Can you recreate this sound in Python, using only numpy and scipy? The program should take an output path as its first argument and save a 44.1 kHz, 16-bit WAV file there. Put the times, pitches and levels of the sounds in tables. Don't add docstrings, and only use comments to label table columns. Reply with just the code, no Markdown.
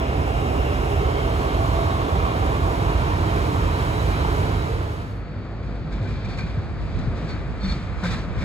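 import sys
import numpy as np
from scipy import signal
from scipy.fft import rfft, irfft, next_fast_len
from scipy.io import wavfile
from scipy.ndimage import uniform_filter1d

SR = 44100
rng = np.random.default_rng(int(sys.argv[2]) if len(sys.argv) > 2 else 0)


def wav_record(signal):
    frames = np.transpose(np.atleast_2d(signal))
    bounded = np.clip(frames, -1, 1)
    quanta = np.round(bounded * 32767).astype(np.int16)
    wavfile.write(sys.argv[1], SR, quanta)


def convert_level_to_amplitude(level_db):
    exponent = np.asarray(level_db, float) / 20
    return 10 ** exponent


N = 372204
T = np.arange(N) / SR
SPAN = next_fast_len(N, real=True)
HZ = np.maximum(np.fft.rfftfreq(SPAN, 1 / SR), 1)
DISSOLVE_S = (4.4, 5.26)


def unit(x):
    return x / np.sqrt(np.mean(x ** 2))


def on_hz(table, hz, column=1):
    rows = np.array(table)
    return np.interp(np.log(hz), np.log(rows[:, 0]), rows[:, column])


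def colour(x, gain):
    return irfft(rfft(x, SPAN) * gain, SPAN)[..., :N]


def ring(hz, width_hz):
    return 1 / (1 + 1j * (HZ ** 2 - hz ** 2) / (HZ * width_hz))


def walk(rate_hz):
    k = int(SR / rate_hz)
    steps = np.repeat(rng.standard_normal(N // k + 1), k)
    return 1.58 * uniform_filter1d(uniform_filter1d(steps, k), k)[:N]


def crest(db, at_s, rise_db_per_s, fall_db_per_s):
    return db - np.where(T < at_s, rise_db_per_s, fall_db_per_s) * abs(T - at_s)


# f/Hz, near lag/rad, far lag/rad
PORT_LAG = [(0, 0, 0), (172, .1, -.1), (516, 1.4, -.3), (900, 2, -.4), (1356, 2.45, -.4), (1722, 2.9, -.6),
            (2153, 4, -1), (3014, 5, -1.9), (3700, 6.8, -1), (4737, 9.8, -1.4), (5500, 11.1, -2.6),
            (6352, 12.4, -1.7), (7751, 13.6, 1.1), (16000, 26, 1.1)]


def pair(main, other, ports, lag_column):
    like = np.clip(on_hz(ports, HZ), 0, 1)
    tilt = convert_level_to_amplitude(on_hz(ports, HZ, column=2) / 2)
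    lags = np.array(PORT_LAG)
    lag_rad = np.interp(HZ, lags[:, 0], lags[:, lag_column])
    left = colour(main, tilt * np.exp(-1j * lag_rad))
    right = colour(main, like / tilt) + colour(other, np.sqrt(1 - like ** 2) / tilt)
    return np.array([left, right])


def exhaust(cycle_hz, orders, fade_db_per_s, waver, flutter_db):
    turn = 2 * np.pi * np.cumsum(cycle_hz) / SR
    out = np.zeros(N)
    for order in sorted({row[0] for row in orders}):
        tops = [crest(top_db, at_s, fade_db_per_s, fade_db_per_s) for k, top_db, at_s in orders if k == order]
        db = np.max(tops, axis=0) + flutter_db * walk(3.45)
        phase = order * turn + waver * walk(2.545) + rng.uniform(0, 2 * np.pi)
        out += np.sqrt(2) * convert_level_to_amplitude(db) * np.sin(phase)
    return out, turn


def roar(shape, rings, swells_db, beat, flicker_db, edges_hz):
    resonance = 1 + sum((convert_level_to_amplitude(db) - 1) * abs(ring(hz, w)) for hz, w, db in rings)
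    gain = convert_level_to_amplitude(on_hz(shape, HZ)) * resonance
    below = [0 * HZ] + [1 / (1 + (HZ / hz) ** 6) for hz in edges_hz] + [1 + 0 * HZ]
    shares = np.sqrt(np.clip(np.diff(below, axis=0), 0, 1))
    levels = [convert_level_to_amplitude(db + flicker_db * walk(9)) for db in swells_db]
    levels[1:] = [level * beat for level in levels[1:]]
    noise = rng.standard_normal((2, len(swells_db), N))
    return [sum(level * colour(n, gain * share) for n, share, level in zip(bands, shares, levels))
            for bands in noise]


def clanks(blows, trim_db, decay_s):
    out, age = np.zeros(N + SR), T[:SR // 10]
    for s, db, hz in blows:
        i = int(s * SR)
        out[i:i + len(age)] += convert_level_to_amplitude(db + trim_db) * np.exp(-age / decay_s) * np.sin(2 * np.pi * hz * age)
    return out[:N]


# t/s, level/dB
GUSTS = [
    (6.56, -34.5),
    (7.08, -28.5),
    (7.65, -31.5),
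    (8.44, -29.5),
]
# f/Hz, level/dB
WIND_COLOUR = [(22, -28), (50, 11.5), (150, 6.5), (300, -17), (700, -27), (2000, -104)]


def wind():
    calm_db, rise_db_per_s, fall_db_per_s = -43, 11, 60
    gust_db = np.max([crest(db, s, rise_db_per_s, fall_db_per_s) for s, db in GUSTS], axis=0).clip(calm_db)
    gain = convert_level_to_amplitude(on_hz(WIND_COLOUR, HZ))
    return np.array([convert_level_to_amplitude(gust_db + 2.7 * walk(37)) * unit(colour(rng.standard_normal(N), gain))
                     for _ in range(2)])


def vent():
    shuts_s, drop_db = (0.92, 1.75), -13.5
    level_db = -43 + np.interp(T, shuts_s, (0, drop_db))
    gain = ring(2590, 800) ** 2 + 0.42 * ring(5000, 500) ** 2
    return convert_level_to_amplitude(level_db) * unit(colour(rng.standard_normal(N), gain))


# t/s, level/dB, ring f/Hz, t60/s
THUDS = [(5.839, -21.5, 153, 0.32), (6.169, -21.5, 101.6, 0.28), (6.984, -17.5, 266, 0.11),
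         (6.431, -18, 151, 0.15), (5.997, -16.5, 98, 0.33), (6.57, -10.5, 77, 0.2),
         (6.975, -17.5, 156, 0.16), (7.073, -5, 73, 0.11), (7.22, -17, 153, 0.18), (7.462, -23, 101, 0.15),
         (7.631, -16.5, 190.4, 0.31), (7.72, -18, 200, 0.12), (7.762, -6.5, 80.5, 0.055),
         (7.911, -19.5, 71, 0.27), (8.027, -14, 173.4, 0.27), (8.336, -41, 106, 0.083),
         (8.419, -18.5, 200, 0.16)]


def thuds():
    start_hz, glide_s, rise_s = 200.5, 0.011, 0.0096
    out, age = np.zeros(N + SR), T[:SR // 2]
    for s, db, hz, t60 in THUDS:
        turn = 2 * np.pi * np.cumsum(hz + (start_hz - hz) * np.exp(-age / glide_s)) / SR
        swell = (1 - np.exp(-age / rise_s)) * np.exp(-np.log(1000) * age / t60)
        i = int(s * SR)
        out[i:i + len(age)] += convert_level_to_amplitude(db) * swell * np.sin(turn)
    return out[:N]


# t/s, level/dB, f/Hz, half length/s
SQUEALS = [(5.93, -54, 1560, .015), (6.065, -46.5, 1500, .01), (6.08, -51, 2390, .012),
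           (6.305, -53, 2380, .018), (6.315, -54, 4450, .012), (6.405, -55, 2400, .02),
           (6.42, -49, 1575, .022), (6.35, -55, 4280, .01), (6.42, -56, 4330, .03), (6.5, -56, 4200, .008),
           (5.87, -53, 1300, .008), (7.3, -49, 4470, .014), (7.325, -52, 4350, .012),
           (7.617, -52, 4370, .016), (7.64, -51, 3600, .012), (7.657, -43, 4395, .016),
           (7.699, -37.5, 4385, .013), (7.7, -46, 4165, .012), (7.695, -51, 3560, .012),
           (7.7, -49, 2390, .02), (7.724, -42.5, 4330, .007), (7.72, -48, 4190, .007),
           (7.72, -52, 3700, .012), (7.742, -49, 4360, .009), (8.04, -43, 1450, .009),
           (8.043, -43, 990, .012), (8.05, -43, 700, .014), (8.05, -42, 520, .015),
           (8.058, -44, 1520, .007), (8.132, -44, 1300, .006), (7.66, -53, 5500, .008),
           (7.635, -54, 5800, .006), (7.725, -54, 5400, .01), (8.14, -53, 4330, .02)]


def squeals():
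    trim_db, reach_s = 3.5, .1
    out, unsteady = np.zeros(N), np.cumsum(22 * walk(70)) / SR
    for s, db, hz, half_s in SQUEALS:
        now = slice(int((s - reach_s) * SR), int((s + reach_s) * SR))
        swell = np.exp(-((T[now] - s) / half_s) ** 2)
        tone = np.sin(2 * np.pi * (hz * T[now] + unsteady[now]))
        out[now] += np.sqrt(2) * convert_level_to_amplitude(db + trim_db) * swell * tone
    return out


# t/s, scrape level/dB, ring over scrape/dB, favoured f/Hz, length/s
FROGS = [(5.626, -47, -6, 2400, 0.11), (5.75, -58, -12, 2400, 0.091), (5.907, -48, -10, 1950, 0.033),
         (5.918, -41.5, -11, 1950, 0.079), (6.014, -41, -1, 2800, 0.062), (6.072, -38.5, -4, 2200, 0.081),
         (6.243, -39, 5, 2820, 0.028), (6.285, -38, 3.5, 3200, 0.077), (6.371, -36.5, 3, 2400, 0.074),
         (6.46, -45, -0.5, 1490, 0.14), (6.808, -44.5, -6, 3600, .05), (6.986, -37, -19, 2080, 0.011),
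         (7.161, -39.5, -11, 2200, 0.04), (7.27, -49, -2, 3580, 0.038), (7.284, -36, -1.5, 4400, 0.043),
         (7.606, -44.5, 8.5, 4400, .07), (7.632, -38, -7, 3970, 0.085), (7.68, -35.5, -5, 3500, 0.048),
         (7.825, -43, -4, 3630, 0.024), (7.706, -41, -3, 4200, 0.026), (8.034, -27.5, -6, 1380, 0.06),
         (8.064, -48, -12, 2900, .044), (8.104, -31, -6, 3800, 0.044), (8.128, -35.5, -7, 1600, 0.023),
         (8.154, -58, 0, 2050, 0.044), (8.378, -37.5, -4, 1450, 0.11), (8.415, -41, -19, 1610, 0.048)]
# f/Hz, width/Hz
WHEEL_MODES = [
    (1565, 130),
    (2380, 150),
    (4370, 120),
]
# f/Hz, level/dB
SCRAPE = [(150, 19.5), (600, 8), (1500, 6), (2400, 14.5), (2900, -26), (3500, 9), (4500, 3.5), (5500, -1.5),
          (8000, -9.5), (12500, -29), (15500, -50)]


def frogs():
    fall_db_per_octave, squeal_rise_s = 18, .018
    drive, age = np.zeros((4, N)), T[:SR // 2]
    for s, db, ring_db, hz, length_s in FROGS:
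        rings_db = ring_db - fall_db_per_octave * abs(np.log2(np.array(WHEEL_MODES)[:, 0] / hz))
        grind = np.exp(-(age / length_s) ** 2)
        blow, yard_echo = .4 * np.exp(-age / .012), .12 * np.exp(-age / .06)
        shape = (1 - np.exp(-age / .003)) * (blow + grind + yard_echo)
        squeal = (1 - np.exp(-age / squeal_rise_s)) * grind
        levels = convert_level_to_amplitude(db + np.array([0, *rings_db]))[:, None]
        i = int(s * SR)
        drive[:, i:i + len(age)] += (levels * [shape, shape, squeal, squeal])[:, :N - i]
    gains = [convert_level_to_amplitude(on_hz(SCRAPE, HZ))] + [ring(hz, w) ** 2 for hz, w in WHEEL_MODES]
    gains[1] = gains[1] + .55 * ring(1150, 1300) ** 2
    gains[3] = gains[3] + 0.24 * ring(3750, 800) ** 2
    gains = [g / np.sqrt(np.mean(abs(g) ** 2)) for g in gains]
    grit = convert_level_to_amplitude(1.7 * walk(170))
    trims = convert_level_to_amplitude(np.array([-5.5, -2.5, -4.5, -6.5]))
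    return [sum(trim * colour(d * grit * rng.standard_normal(N), g) for d, g, trim in zip(drive, gains, trims))
            for _ in range(2)]


def rattle():
    rest_db, spread_s = -44, .07
    shake = sum(convert_level_to_amplitude(db - rest_db) * np.exp(-((T - s - length_s) / spread_s) ** 2)
                for s, db, _, _, length_s in FROGS)
    return np.log1p(shake)


def turbo():
    start_hz, spool_hz_per_s = 4380, 112
    throttle_off_s, drop_db = (6.9, 7.1), -13
    hz = start_hz + spool_hz_per_s * (T - DISSOLVE_S[0])
    db = -62 + np.interp(T, throttle_off_s, (0, drop_db))
    return convert_level_to_amplitude(db + 1.7 * walk(8.3)) * np.sin(2 * np.pi * np.cumsum(hz + 5 * walk(30)) / SR)


# order of the cycle rate, level/dB, loudest t/s
FAR_ORDERS = [(3, -39, 6), (3, -36.5, 7.5), (3, -36.5, 8.3), (4, -40, 10.5), (6, -36.5, 6.5),
              (6, -33.5, 4.8)]
# f/Hz, level/dB per Hz
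FAR_ROAR = [(22, -76), (45, -35), (180, -44.5), (300, -50.5), (700, -57.5), (850, -61), (1300, -60.5),
            (2400, -67.5), (2900, -70), (3400, -72), (4550, -73.5), (5000, -79), (8500, -89.5),
            (15500, -122)]
# f/Hz, width/Hz, level over roar/dB
FAR_RINGS = [
    (690, 3.5, 5.6),
    (2350, 60, 4),
    (2900, 450, -5),
]
# level/dB, growth/(dB/s), rattle share/dB
FAR_BANDS = [
    (-2.5, -0.4, 2),
    (-1.5, 0.67, 0.5),
    (-2, 2, 1.5),
    (-4.5, 1, 5.5),
    (-7.5, 3.5, 3.5),
]
# t/s, level/dB, ring f/Hz
SLAMS = [(8.031, -23, 1000), (8.0335, -23, 1800), (8.0365, -19, 1400), (8.0405, -22, 900),
         (8.045, -23, 1200), (8.049, -19, 620), (8.0565, -19.5, 1500), (8.0625, -24, 1300),
         (8.079, -25, 2310), (8.121, -29, 2190), (8.131, -28, 1310)]
# f/Hz, likeness 0-1, left minus right/dB
FAR_PAIR = [(60, .98, -1.5), (260, .8, -.2), (600, .88, .4), (880, .77, 2), (1200, .83, 1.7),
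            (1720, .46, 2.6), (2500, .68, .8), (3000, .3, .6), (3500, .55, 2.4), (4300, .7, -2),
            (4900, .56, -.6), (5700, .75, -2), (7000, .7, .8)]


def far_train():
    cycle_hz, midyard_s = 16.9, 6.8
    drone, turn = exhaust(np.full(N, cycle_hz), FAR_ORDERS, fade_db_per_s=3.5, waver=0.73, flutter_db=2.5)
    shake = rattle()
    bands_db = [db + growth * (T - midyard_s) + share_db * shake for db, growth, share_db in FAR_BANDS]
    main, other = roar(FAR_ROAR, FAR_RINGS, bands_db, beat=1 + 0.027 * np.sin(turn), flicker_db=.8,
                       edges_hz=(220, 1000, 2900, 4800))
    knock, echo = frogs()
    slams = clanks(SLAMS, trim_db=-1.0, decay_s=0.0014)
    direct = drone + turbo() + squeals() + thuds() + slams + knock
    return pair(direct + convert_level_to_amplitude(32) * main, echo + convert_level_to_amplitude(31.5) * other, FAR_PAIR, lag_column=2)


# t/s, lead f/Hz, trailing f/Hz, third f/Hz
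REVS = [
    (0, 11.1, 12.83, 15.4),
    (2.5, 11.03, 12.72, 15.35),
    (5.2, 10.95, 12.62, 15.3),
]
# order of the cycle rate, level/dB, loudest t/s
LEAD_ORDERS = [(5, -33.5, 2.9), (5, -32, 4), (5, -38, .5), (6, -28.5, .4), (6, -29.5, 1.1), (6, -29.5, 1.9),
               (6, -30.5, 2.8), (8, -37, 1), (8, -35, 2.1), (8, -32, 3.4), (9, -31, 4.4), (9, -32, 3.75),
               (9, -34, 2.1), (9, -35, 3), (10, -38, 2.3), (10, -37, 4), (11, -35.5, 1), (11, -38, 2),
               (11, -36.5, 3.45), (12, -38, 2.2), (15, -38, 4.4), (16, -39, 3.2), (25, -42, .3),
               (29, -42, 3.2), (32, -42, 4.2), (37, -41, 1.2), (37, -42, 2.1)]
TRAIL_ORDERS = [(4, -33, .6), (4, -31, 1.8), (4, -33, 2.8), (4, -33.5, 3.8), (5, -35, 1.3), (6, -30, 1.2),
                (6, -35, 2.6), (6, -28.5, 4.3), (8, -35, 4.4), (10, -38, 1.4), (12, -38, 4.4)]
THIRD_ORDERS = [(3, -36, .9), (3, -36.5, 3.1), (3, -37, 4), (5.5, -36, 1), (5.5, -35.5, 2.1), (6, -34, 1.6),
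                (6, -35, 2.4), (7.3, -36.5, 2.5), (8.9, -36, .4), (8.9, -37, 1.4), (8.9, -37, 3.5)]
# f/Hz, level/dB per Hz
NEAR_ROAR = [(22, -58), (34, -53), (50, -35.5), (110, -41), (150, -43), (220, -48.5), (300, -45.5),
             (550, -49), (1300, -52), (1900, -60.5), (3000, -66.5), (6000, -76.5), (10000, -80.5),
             (15500, -89)]
# level at the turn/dB, turn t/s, rise before it/(dB/s), fall after it/(dB/s), negative where it
NEAR_BANDS = [
    (2.3, 5, 0.86, 1),
    (1.8, 0.41, .6, 0.56),
    (0.79, 2.6, 1.1, -0.13),
    (0.62, 1.25, 0.38, -0.64),
    (.7, 0.63, 4.3, -0.43),
]
# t/s, lift/dB
ROAR_LIFTS = [
    (.273, 1.5),
    (1.413, 3),
    (2.153, 2.5),
]
# f/Hz, width/Hz, level/dB, loudest t/s, fade/(dB/s)
PANELS = [(257, 16, -1.5, 0.21, 10), (317, 76, -4, 3.6, 7.5), (303, 29, -2, 7.1, 13.5),
          (407, 8.9, 9.5, 1.14, 11.5), (451, 9.2, 6, 0.86, 10), (434, 29, 8.5, 4.5, 9.5),
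          (670, 42, 2.5, 0.18, 5.5), (670, 50, 0.5, 4.1, 5.5), (915, 14, 1.5, 5.8, 3),
          (670, 7.2, 12, 1.8, 22), (752, 15, 8, 0.73, 9.5), (776, 19, 3.5, 2.1, 7.5),
          (1103, 75, 4.5, 2, 11), (962, 94, 1.5, 3.1, 5.5), (1280, 13, 4, 0.82, 18),
          (2166, 37, 3.5, 0.56, 2.5), (2400, 27, 5, 1.8, 2.5), (2800, 170, 4.5, .8, 8),
          (3130, 120, 1.5, 1.34, 6), (3500, 220, 1, 2, 18), (3100, 90, -2, 4.05, 13), (3840, 11, 8, .7, 1),
          (3840, 9.4, 13.5, 1.9, 16), (3895, 8.4, 5, 2.8, 7), (3900, 6.5, 18, 4.2, 12),
          (4195, 70, 2, 1.6, 2.5)]
# t/s, level/dB, ring f/Hz
SHORT_KNOCKS = [(0.247, -21, 541), (0.273, -21, 764), (0.724, -14, 595), (1.413, -23, 754), (1.874, -17, 711),
                (2.154, -25, 700), (2.346, -29, 773), (2.52, -19, 842), (2.686, -25, 751), (3.222, -23, 678),
                (3.358, -20, 686), (4.087, -17, 580), (4.249, -12, 915)]
# f/Hz, likeness 0-1, left minus right/dB
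NEAR_PAIR = [(60, .975, -4), (260, .88, -3), (500, .82, -2.9), (800, .79, -3.6), (1100, .75, -3.1),
             (1360, .82, -1.3), (1720, .68, -.7), (2150, .42, -2), (3000, .44, .3), (3900, .32, 1),
             (4700, .2, .5), (5700, .22, -.3), (6350, .55, .2), (7750, .65, .1)]


def near_engines():
    s, *cycle_hz = np.transpose(REVS)
    engines = [exhaust(np.interp(T, s, hz), orders, fade_db_per_s=3.5, waver=.25, flutter_db=.8)
               for hz, orders in zip(cycle_hz, (LEAD_ORDERS, TRAIL_ORDERS, THIRD_ORDERS))]
    lead_turn = engines[0][1]
    lift_decay_s = 0.011
    knocks = convert_level_to_amplitude(sum(db * (T > at_s) * np.exp(-abs(T - at_s) / lift_decay_s) for at_s, db in ROAR_LIFTS))
    both = np.array(roar(NEAR_ROAR, [], [crest(*row) for row in NEAR_BANDS],
                         beat=knocks * (1 + 0.035 * np.sin(lead_turn)), flicker_db=0.5,
                         edges_hz=(220, 800, 1600, 5600)))
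    singing = 0
    for hz, width_hz, db, at_s, fade in PANELS:
        level = convert_level_to_amplitude(crest(db, at_s, fade, fade) + 2.0 * walk(12) - 1.5)
        singing = singing + level * signal.lfilter(*signal.iirpeak(hz, hz / width_hz, SR), both)
    both = both + singing
    hollow = np.interp(T, (.95, 1.1), (.62, 0))
    main, other = convert_level_to_amplitude(33) * (both - hollow * colour(both, ring(4550, 650)))
    drone = convert_level_to_amplitude(.4) * sum(out for out, _ in engines)
    short_knocks = clanks(SHORT_KNOCKS, trim_db=-2.0, decay_s=.004)
    return pair(drone + vent() + short_knocks + main, other, NEAR_PAIR, lag_column=1)


def scene():
    mix = np.interp(T, DISSOLVE_S, (0, 1))
    return (1 - mix) * near_engines() + mix ** 0.32 * (far_train() + wind())


def roll_off(x):
    return signal.sosfilt(signal.butter(12, 17090, fs=SR, output="sos"), x)


def record(dry):
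    top_hz = 15720
    no_mid_edges_hz, no_side_edges_hz = [8290, 9700, 12800, 14400], [10400, 12300, 14800]
    left, right = rfft(dry, SPAN) * (HZ < top_hz)
    mid, side = (left + right) / 2, (left - right) / 2
    no_mid = np.searchsorted(no_mid_edges_hz, HZ) % 2 == 1
    no_side = np.searchsorted(no_side_edges_hz, HZ) % 2 == 1
    fleck_band = np.searchsorted((8290, 8720), HZ) == 1
    fleck = irfft(.6 * mid * fleck_band, SPAN)[:N] * np.clip(4 * (walk(22) - .85), 0, 1)
    mid, side = np.where(no_side, left, mid * ~no_mid), np.where(no_mid, left, side * ~no_side)
    side = side * convert_level_to_amplitude(-9 * np.exp(-((HZ - 6950) / 550) ** 4))
    mix = irfft(np.array([mid + side, mid - side]), SPAN)[:, :N] + fleck
    return roll_off(mix)


dry = scene()
out = record(dry)
wav_record(out)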